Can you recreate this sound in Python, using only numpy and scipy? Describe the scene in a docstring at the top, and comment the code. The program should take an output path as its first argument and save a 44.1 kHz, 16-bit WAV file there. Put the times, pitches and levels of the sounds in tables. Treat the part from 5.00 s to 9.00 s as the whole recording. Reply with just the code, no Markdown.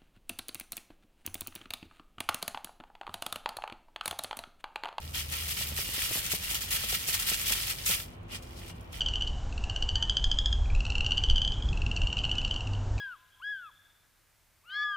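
"""Sieving gritty soil

Potting soil is shaken in a plastic sieve over a tray, close by. Each stroke throws grit across the mesh
in surges of tiny impacts that excite the modes of the plastic, and the sieve knocks softly in the hands.
The shaking stops and a gloved hand stirs the soil; a distant engine drones under low rumble."""
import sys
import numpy as np
from scipy import signal
from scipy.fft import rfft, irfft
from scipy.io import wavfile
from scipy.ndimage import uniform_filter1d

SR = 44100
rng = np.random.default_rng(int(sys.argv[2]) if len(sys.argv) > 2 else 0)


def wav_out(sig):
    """Save sig, one row per channel (or a flat mono array), as 16-bit PCM at SR to the path in sys.argv[1]."""
    wavfile.write(sys.argv[1], SR, np.round(np.clip(np.atleast_2d(sig).T, -1, 1) * 32767).astype(np.int16))


N = 176400

# surges of grit across the mesh (start [s], length [s], level [dB], treble tilt [dB])
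GRIT_SURGES = [(.015, 0.048, -54.5, -4), (.138, 0.071, -36.5, -1), (.314, 0.028, -38.5, -0.5),
               (.396, 0.029, -41, -2.5), (.472, 0.059, -37.5, 1), (.562, 0.077, -36.5, 0.5),
               (.664, 0.016, -40, 4), (.758, 0.06, -34.5, 0), (.828, 0.05, -45.5, 3.5),
               (.879, 0.012, -46.5, 5), (.929, 0.05, -36.5, 0.5), (.983, 0.082, -35.5, 1),
               (1.118, 0.073, -35.5, 3.5), (1.236, 0.04, -38, 0), (1.296, .014, -36.5, 1),
               (1.31, 0.017, -32, 2), (1.342, 0.0092, -32.5, 2), (1.42, 0.075, -39, 0),
               (1.493, 0.03, -34, 0.5), (1.543, 0.012, -30, -0.5), (1.603, 0.029, -39.5, 2.5),
               (1.703, .028, -31, 2), (1.743, 0.022, -30, 0.5), (1.793, 0.049, -36.5, 0.5),
               (1.88, 0.053, -34, 0), (1.934, 0.017, -30.5, 1), (2.0, 0.029, -43, -1.5),
               (2.066, .014, -39.5, 4.5), (2.081, 0.021, -32, 3.5), (2.124, 0.02, -28.5, 0),
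               (2.188, 0.015, -32.5, 0), (2.214, 0.016, -35.5, 1), (2.264, 0.036, -30, 1.5),
               (2.314, 0.031, -31.5, 0), (2.37, 0.073, -39.5, 2), (2.457, 0.042, -31.5, 2),
               (2.511, 0.021, -29.5, 1), (2.548, 0.08, -37, 0), (2.652, 0.038, -38, 0),
               (2.69, 0.02, -32.5, 0.5), (2.778, 0.073, -48.5, -1), (2.857, 0.043, -30.5, 3.5),
               (2.903, 0.041, -29.5, -0.5), (2.958, 0.064, -45.5, 1)]
# grit trickling between surges (time [s], level [dB])
GRIT_TRICKLE = [(0, -52.5), (.13, -51), (.22, -46), (.28, -48), (.35, -39.5), (.72, -44), (1.1, -37),
                (1.39, -43), (1.68, -42.5), (2.3, -39), (2.68, -39.5), (2.759, -46), (3.0, -41.5),
                (3.08, -61.5), (3.2, -79), (3.901, -67.5), (4, -52)]
# spectrum of coarse grit on the mesh (frequency [Hz], level [dB])
COARSE_SPECTRUM = [(200, -19.5), (600, -19.5), (1000, -12.5), (1600, -8.5), (2000, -6.5), (3100, 0),
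                   (3900, -2), (5200, -2.5), (8000, -14.5), (16000, -20)]
# resonances of the plastic sieve (frequency [Hz], width [Hz], gain [dB])
PLASTIC_MODES = [(1339, 98, 8.5), (1510, 80, -1.5), (1870, 160, 6.5), (2057, 176, 4.5), (2345, 130, 5),
                 (2852, 31, 10.5), (3030, 30, 5), (3300, 240, 3.5)]
# spectrum of fine grit (frequency [Hz], level [dB])
FINE_SPECTRUM = [(1000, -26.5), (2500, 1), (4000, -4), (5200, -1), (6800, -1.5), (8000, -0.5), (9600, -1),
                 (11500, 0), (13500, 2), (14500, -0.5), (16000, -5.5)]
# bright bands of fine grit (frequency [Hz], width [Hz], gain [dB])
FINE_BANDS = [(8830, 780, 4), (13100, 300, 0.5)]


def sieving():
    """Impact excitation: coarse grit rings the modes of the sieve; fine grit ticks against itself."""
    trickle = undb(np.interp(seconds(), *np.array(GRIT_TRICKLE).T))
    clumps = undb(0.74 * walk(130))
    coarse_flow, fine_flow = clumps * np.hypot(flow(GRIT_SURGES, attack_s=.006), trickle)
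    coarse = grains(coarse_flow, rate_hz=5000, spread_db=1, ring_s=.00008, crowding=.6)
    fine = grains(fine_flow, rate_hz=6000, spread_db=0, ring_s=.00007, crowding=.6)
    rattle = undb(-3) * colour(coarse, COARSE_SPECTRUM, PLASTIC_MODES)
    return rattle + undb(-1.5) * colour(fine, FINE_SPECTRUM, FINE_BANDS)


# single large grains striking the plastic (time [s], level [dB], decay time [s])
GRAIN_STRIKES = [(.152, -41, 0.0013), (.32, -34.5, .0015), (0.785, -31, .001), (1.319, -19.5, 0.0024),
                 (1.546, -22.5, 0.0024), (1.707, -29, 0.0018), (2.087, -29, .003), (2.144, -18.5, .0008),
                 (2.178, -24, .0006), (2.198, -24, .0025), (2.414, -29, .002), (2.522, -21, 0.0018),
                 (2.863, -28.5, 0.0016), (2.947, -18, 0.00058), (3.016, -35.5, 0.00081), (3.232, -56, .001),
                 (3.424, -45, .0015), (3.433, -50, .002), (3.488, -53.5, .001), (3.809, -48, .002),
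                 (3.927, -45, .003)]
# spectrum of a strike (frequency [Hz], level [dB])
STRIKE_SPECTRUM = [(300, -33), (1200, -8.5), (2800, 2), (5000, -5), (7000, 4), (9000, 0), (16000, 0)]


def ticks():
    """Impulse response: a large grain delivers a brief broadband snap that rings the plastic."""
    size = 1024
    out = np.zeros((2, N + size))
    for start, db, decay_s in GRAIN_STRIKES:
        i = int(start * SR)
        fade = np.exp(-np.arange(size) / SR / decay_s)
        out[:, i:i + size] += undb(db) * rng.standard_normal((2, size)) * fade
    return colour(out[:, :N], STRIKE_SPECTRUM, PLASTIC_MODES)


# bumps of the sieve in the hands (time [s], level [dB], centre frequency [Hz])
SIEVE_KNOCKS = [(.611, -41, 566), (.719, -41, 384), (.787, -36, 440), (.888, -40, 402), (.98, -39.5, 398),
                (1.11, -35.5, 460), (1.156, -36, 510), (1.172, -38.5, 393), (1.335, -33, 503),
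                (1.512, -40, 400), (1.537, -43, 550), (1.638, -46, 450), (1.741, -40.5, 630),
                (1.839, -39, 430), (1.927, -35, 407), (2.084, -39, 450), (2.314, -36, 417),
                (2.505, -38, 650), (2.525, -56, 500), (2.897, -35, 663)]


def knocks():
    """Damped vibration: the loaded sieve bumps as a stroke turns, a hollow tock over a low thud."""
    size, width_oct, tock_decay_s = 4096, 0.76, 0.0057
    thud_hz, thud_decay_s = 123, .011
    out = np.zeros((2, N + size))
    t, f = np.arange(size) / SR, np.arange(1, size // 2 + 2) * SR / size
    for start, db, hz in SIEVE_KNOCKS:
        band = np.exp(-(np.log2(f / hz) / width_oct) ** 2 / 2)
        shared, left, right = irfft(band * np.exp(2j * np.pi * rng.random((3, len(f)))), size)
        fade = np.exp(-t / tock_decay_s) * (1 - np.exp(-t / 0.00025))
        tock = unit((shared + 0.71 * np.array([left, right])) * fade) * np.sqrt(np.mean(fade ** 2))
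        detune = np.exp(0.25 * rng.standard_normal())
        thud = np.sin(2 * np.pi * thud_hz * detune * t) * np.exp(-t / thud_decay_s)
        i = int(start * SR)
        out[:, i:i + size] += undb(db) * (tock + undb(-2.5) * thud)
    return out[:, :N]


# strokes of the glove through the soil (start [s], length [s], level [dB], treble tilt [dB])
GLOVE_STROKES = [(3.07, 0.073, -64.5, -4.5), (3.285, 0.035, -56, -4), (3.311, 0.04, -43, -1),
                 (3.34, 0.019, -42.5, 0.5), (3.419, 0.011, -50.5, 0), (3.455, 0.17, -59.5, 2.5),
                 (3.558, 0.038, -52.5, 1.5), (3.61, 0.046, -55, -3), (3.655, .045, -50, 0),
                 (3.745, 0.026, -66, 5), (3.921, 0.049, -48.5, -1.5)]
# spectra of coarse and of fine grit under the glove (frequency [Hz], level [dB])
STIRRED_COARSE = [(200, -6), (700, -10), (1200, -12), (2000, -8.5), (3100, -2), (4200, -10.5), (6500, -14),
                  (16000, -30)]
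STIRRED_FINE = [(1000, -34), (3000, 0), (5000, 9), (7000, 3), (8800, 7.5), (11000, 0.5), (13000, 2.5),
                (16000, -3)]
# spectrum of the rubbed sieve (frequency [Hz], level [dB])
RUB_SPECTRUM = [(1000, -38), (2000, -17), (2400, 5), (2900, -15), (6000, -40)]
# resonance of the rubbed sieve (frequency [Hz], width [Hz], gain [dB])
RUB_MODE = [(2410, 70, 24)]


def stirring():
    """Friction: the glove drags soil over the mesh with a soft crunch, and the sieve sings faintly."""
    coarse_flow, fine_flow = flow(GLOVE_STROKES, attack_s=0.0089)
    coarse = grains(coarse_flow, rate_hz=3300, spread_db=2.5, ring_s=.0001, crowding=.6)
    fine = grains(fine_flow, rate_hz=4600, spread_db=2, ring_s=.00006, crowding=.7)
    crunch = undb(-0.8) * colour(coarse, STIRRED_COARSE, PLASTIC_MODES)
    singing = undb(-16) * colour(coarse, RUB_SPECTRUM, RUB_MODE)
    return crunch + singing + undb(-3) * colour(fine, STIRRED_FINE)


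def flow(pushes, attack_s):
    """Incoherent addition: pushes sum in power, giving amplitude envelopes for coarse and fine grit."""
    release_s, settle_s, settle_share = 0.015, 0.023, 0.083
    t, power = seconds()[::20], 0
    for start, length, db, tilt_db in pushes:
        after = np.maximum(t - start - length, 0)
        rise = (1 + np.tanh((t - start - attack_s / 2) / attack_s)) / 2
        fall = (1 - settle_share) * np.exp(-after / release_s) + settle_share * np.exp(-after / settle_s)
        power = power + np.outer(undb([db - tilt_db, db + tilt_db]), rise * fall) ** 2
    return np.array([np.interp(seconds(), t, envelope) for envelope in np.sqrt(power)])


def grains(level, rate_hz, spread_db, ring_s, crowding):
    """Shot noise: random impacts ring as damped sinusoids; a stronger flow brings more and harder ones."""
    count, k = 60000, np.arange(64)
    left_lead_s, lag_spread_s, pan_spread_db = .00011, .00012, 4.5
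    when, chance, pitch, phase = rng.random((4, count))
    lag, pan, ring = rng.standard_normal((3, count))
    at = (when * (N - 1)).astype(int)
    odds = np.clip(rate_hz * N / SR / count * (level[at] / level.max()) ** crowding, 1e-4, 1)
    hardness = unit(undb(spread_db * np.minimum(rng.exponential(size=count), 4.5)))
    strength = hardness * level[at] * np.sqrt(N / count / odds)  # the rms follows the level
    hits = chance < odds
    fade = np.exp(-k / (SR * ring_s * np.exp(ring[hits, None] / 2)))
    pings = fade * np.cos(2 * np.pi * (pitch[hits, None] * k / 2 + phase[hits, None]))
    pings *= (strength[hits] / np.sqrt(np.sum(pings ** 2, axis=1)))[:, None]
    out = []
    for side in (1, -1):
        arrival = at[hits] + np.round(side * (lag[hits] * lag_spread_s - left_lead_s) * SR / 2).astype(int)
        panned = pings * undb(side * pan_spread_db * pan[hits, None] / 2)
        out.append(np.bincount(np.maximum(arrival[:, None] + k, 0).ravel(), panned.ravel(), N)[:N])
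    return np.array(out)


def reflections(x):
    """Reverberation: quick tray echoes and a faint room tail vary with where each grain lands."""
    tray, room = (.006, -4), (.028, -10)  # (decay time [s], level [dB])
    t = np.arange(SR // 5) / SR
    places = np.array([walk(300) for _ in range(8)])
    places /= np.sqrt(np.sum(places ** 2, axis=0))
    power = sum(undb(db) ** 2 * np.exp(-2 * t / decay_s) * 2 / (decay_s * SR)
                for decay_s, db in (tray, room))
    responses = np.sqrt(power) * rng.standard_normal((len(places), 2, len(t)))
    return x + sum(signal.oaconvolve(x * place, response, axes=1)[:, :N]
                   for place, response in zip(places, responses))


# partials of the distant engine (start [s], end [s], frequency [Hz], level [dB])
ENGINE_PARTIALS = [(.03, .8, 75.4, -43.5), (0, .85, 135, -58), (0, .4, 275, -65), (1.3, 3.15, 49, -54),
                   (2.3, 3.15, 98, -57), (3.15, 3.4, 98, -50), (3.48, 3.62, 75, -51), (3.58, 3.77, 97, -49),
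                   (2.4, 2.8, 344.5, -66), (3.12, 3.8, 344.5, -62.5), (3.0, 3.85, 247.5, -64)]


def engine():
    """Frequency and amplitude modulation: the partials of a distant drone waver slowly."""
    fade_s, waver_hz, waver_db = .1, 1.3, 2
    t, out = seconds(), 0
    for start, end, hz, db in ENGINE_PARTIALS:
        gate = np.clip(np.minimum(t - start, end - t) / fade_s + .5, 0, 1)
        phase = 2 * np.pi * np.cumsum(hz + waver_hz * walk(9)) / SR
        out = out + np.sqrt(2) * gate * undb(db + waver_db * walk(12)) * np.sin(phase)
    return out


# spectrum of the rumble and the air above it (frequency [Hz], level [dB])
RUMBLE_SPECTRUM = [(18, -8.5), (30, -18.5), (46, 7.5), (65, 4.5), (95, 3.5), (125, -2), (180, -6.5),
                   (260, -13), (400, -13), (600, -16), (1180, -21), (1750, -27.5), (3000, -27.5),
                   (5000, -45), (15000, -60)]
# narrow peaks and dips in that spectrum (frequency [Hz], width [Hz], gain [dB])
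AIR_BANDS = [(175, 36, 3), (373, 8.3, -9), (600, 10, -0.5), (2380, 54, 6.5)]
# stereo width of the rumble (frequency [Hz], side relative to mid [dB])
RUMBLE_WIDTH = [(30, -14), (80, -21), (160, -13.5), (300, -2), (700, 2.5), (15000, -4)]
# slow drift of the rumble (time [s], level [dB])
RUMBLE_ENVELOPE = [(0, -48), (.8, -46), (1.5, -47), (2.4, -46), (3.1, -46.5), (3.7, -45.5), (4, -45.5)]


def rumble():
    """Interaural coherence: the background noise is alike in both ears in the bass and wider above."""
    mid, side = colour(rng.standard_normal((2, N)), RUMBLE_SPECTRUM, AIR_BANDS)
    side_db = np.interp(np.arange(N // 2 + 1) * SR / N, *np.array(RUMBLE_WIDTH).T)
    side = irfft(rfft(side) * undb(side_db), N)
    level = undb(np.interp(seconds(), *np.array(RUMBLE_ENVELOPE).T))
    return (mid + np.array([side, -side])) * level


def colour(x, points, modes=()):
    """Minimum-phase filter: a spectrum with resonances on top, keeping the power of white noise."""
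    f = np.maximum(np.arange(N // 2 + 1) * SR / N, 1)
    hz, db = np.array(points, float).T
    curve = np.interp(np.log(f), np.log(hz), db)
    for centre, width, gain_db in modes:
        curve = curve + gain_db / (1 + (2 * (f - centre) / width) ** 2)
    cepstrum = irfft(np.log(unit(undb(curve))), N)
    cepstrum[1:N // 2] *= 2  # folding the cepstrum makes the filter causal
    cepstrum[N // 2 + 1:] = 0
    return irfft(rfft(x) * np.exp(rfft(cepstrum)), N)


def walk(rate_hz):
    """Low-pass noise: smoothed random steps with a spread near 1."""
    k = int(SR / rate_hz)
    steps = np.repeat(rng.standard_normal(N // 100)[:N // k + 1], k)
    return 1.3 * uniform_filter1d(uniform_filter1d(steps, k), k)[:N]


def undb(db):
    """Decibels to amplitude ratio."""
    return 10 ** (np.asarray(db) / 20)


def unit(x):
    """Normalisation to rms 1."""
    return x / np.sqrt(np.mean(x ** 2))


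def seconds():
    """Uniform sampling: the time of every sample."""
    return np.arange(N) / SR


def scene():
    """Superposition: grit and its reflections add to the knocks, the rumble and the engine."""
    return reflections(sieving() + stirring() + ticks()) + knocks() + rumble() + engine()


def record(dry):
    """Band limiting: a steep elliptic low-pass removes the highest treble."""
    cutoff_hz = 16000
    return signal.sosfilt(signal.ellip(10, .2, 80, cutoff_hz, fs=SR, output="sos"), dry)


dry = scene()
out = record(dry)
wav_out(out)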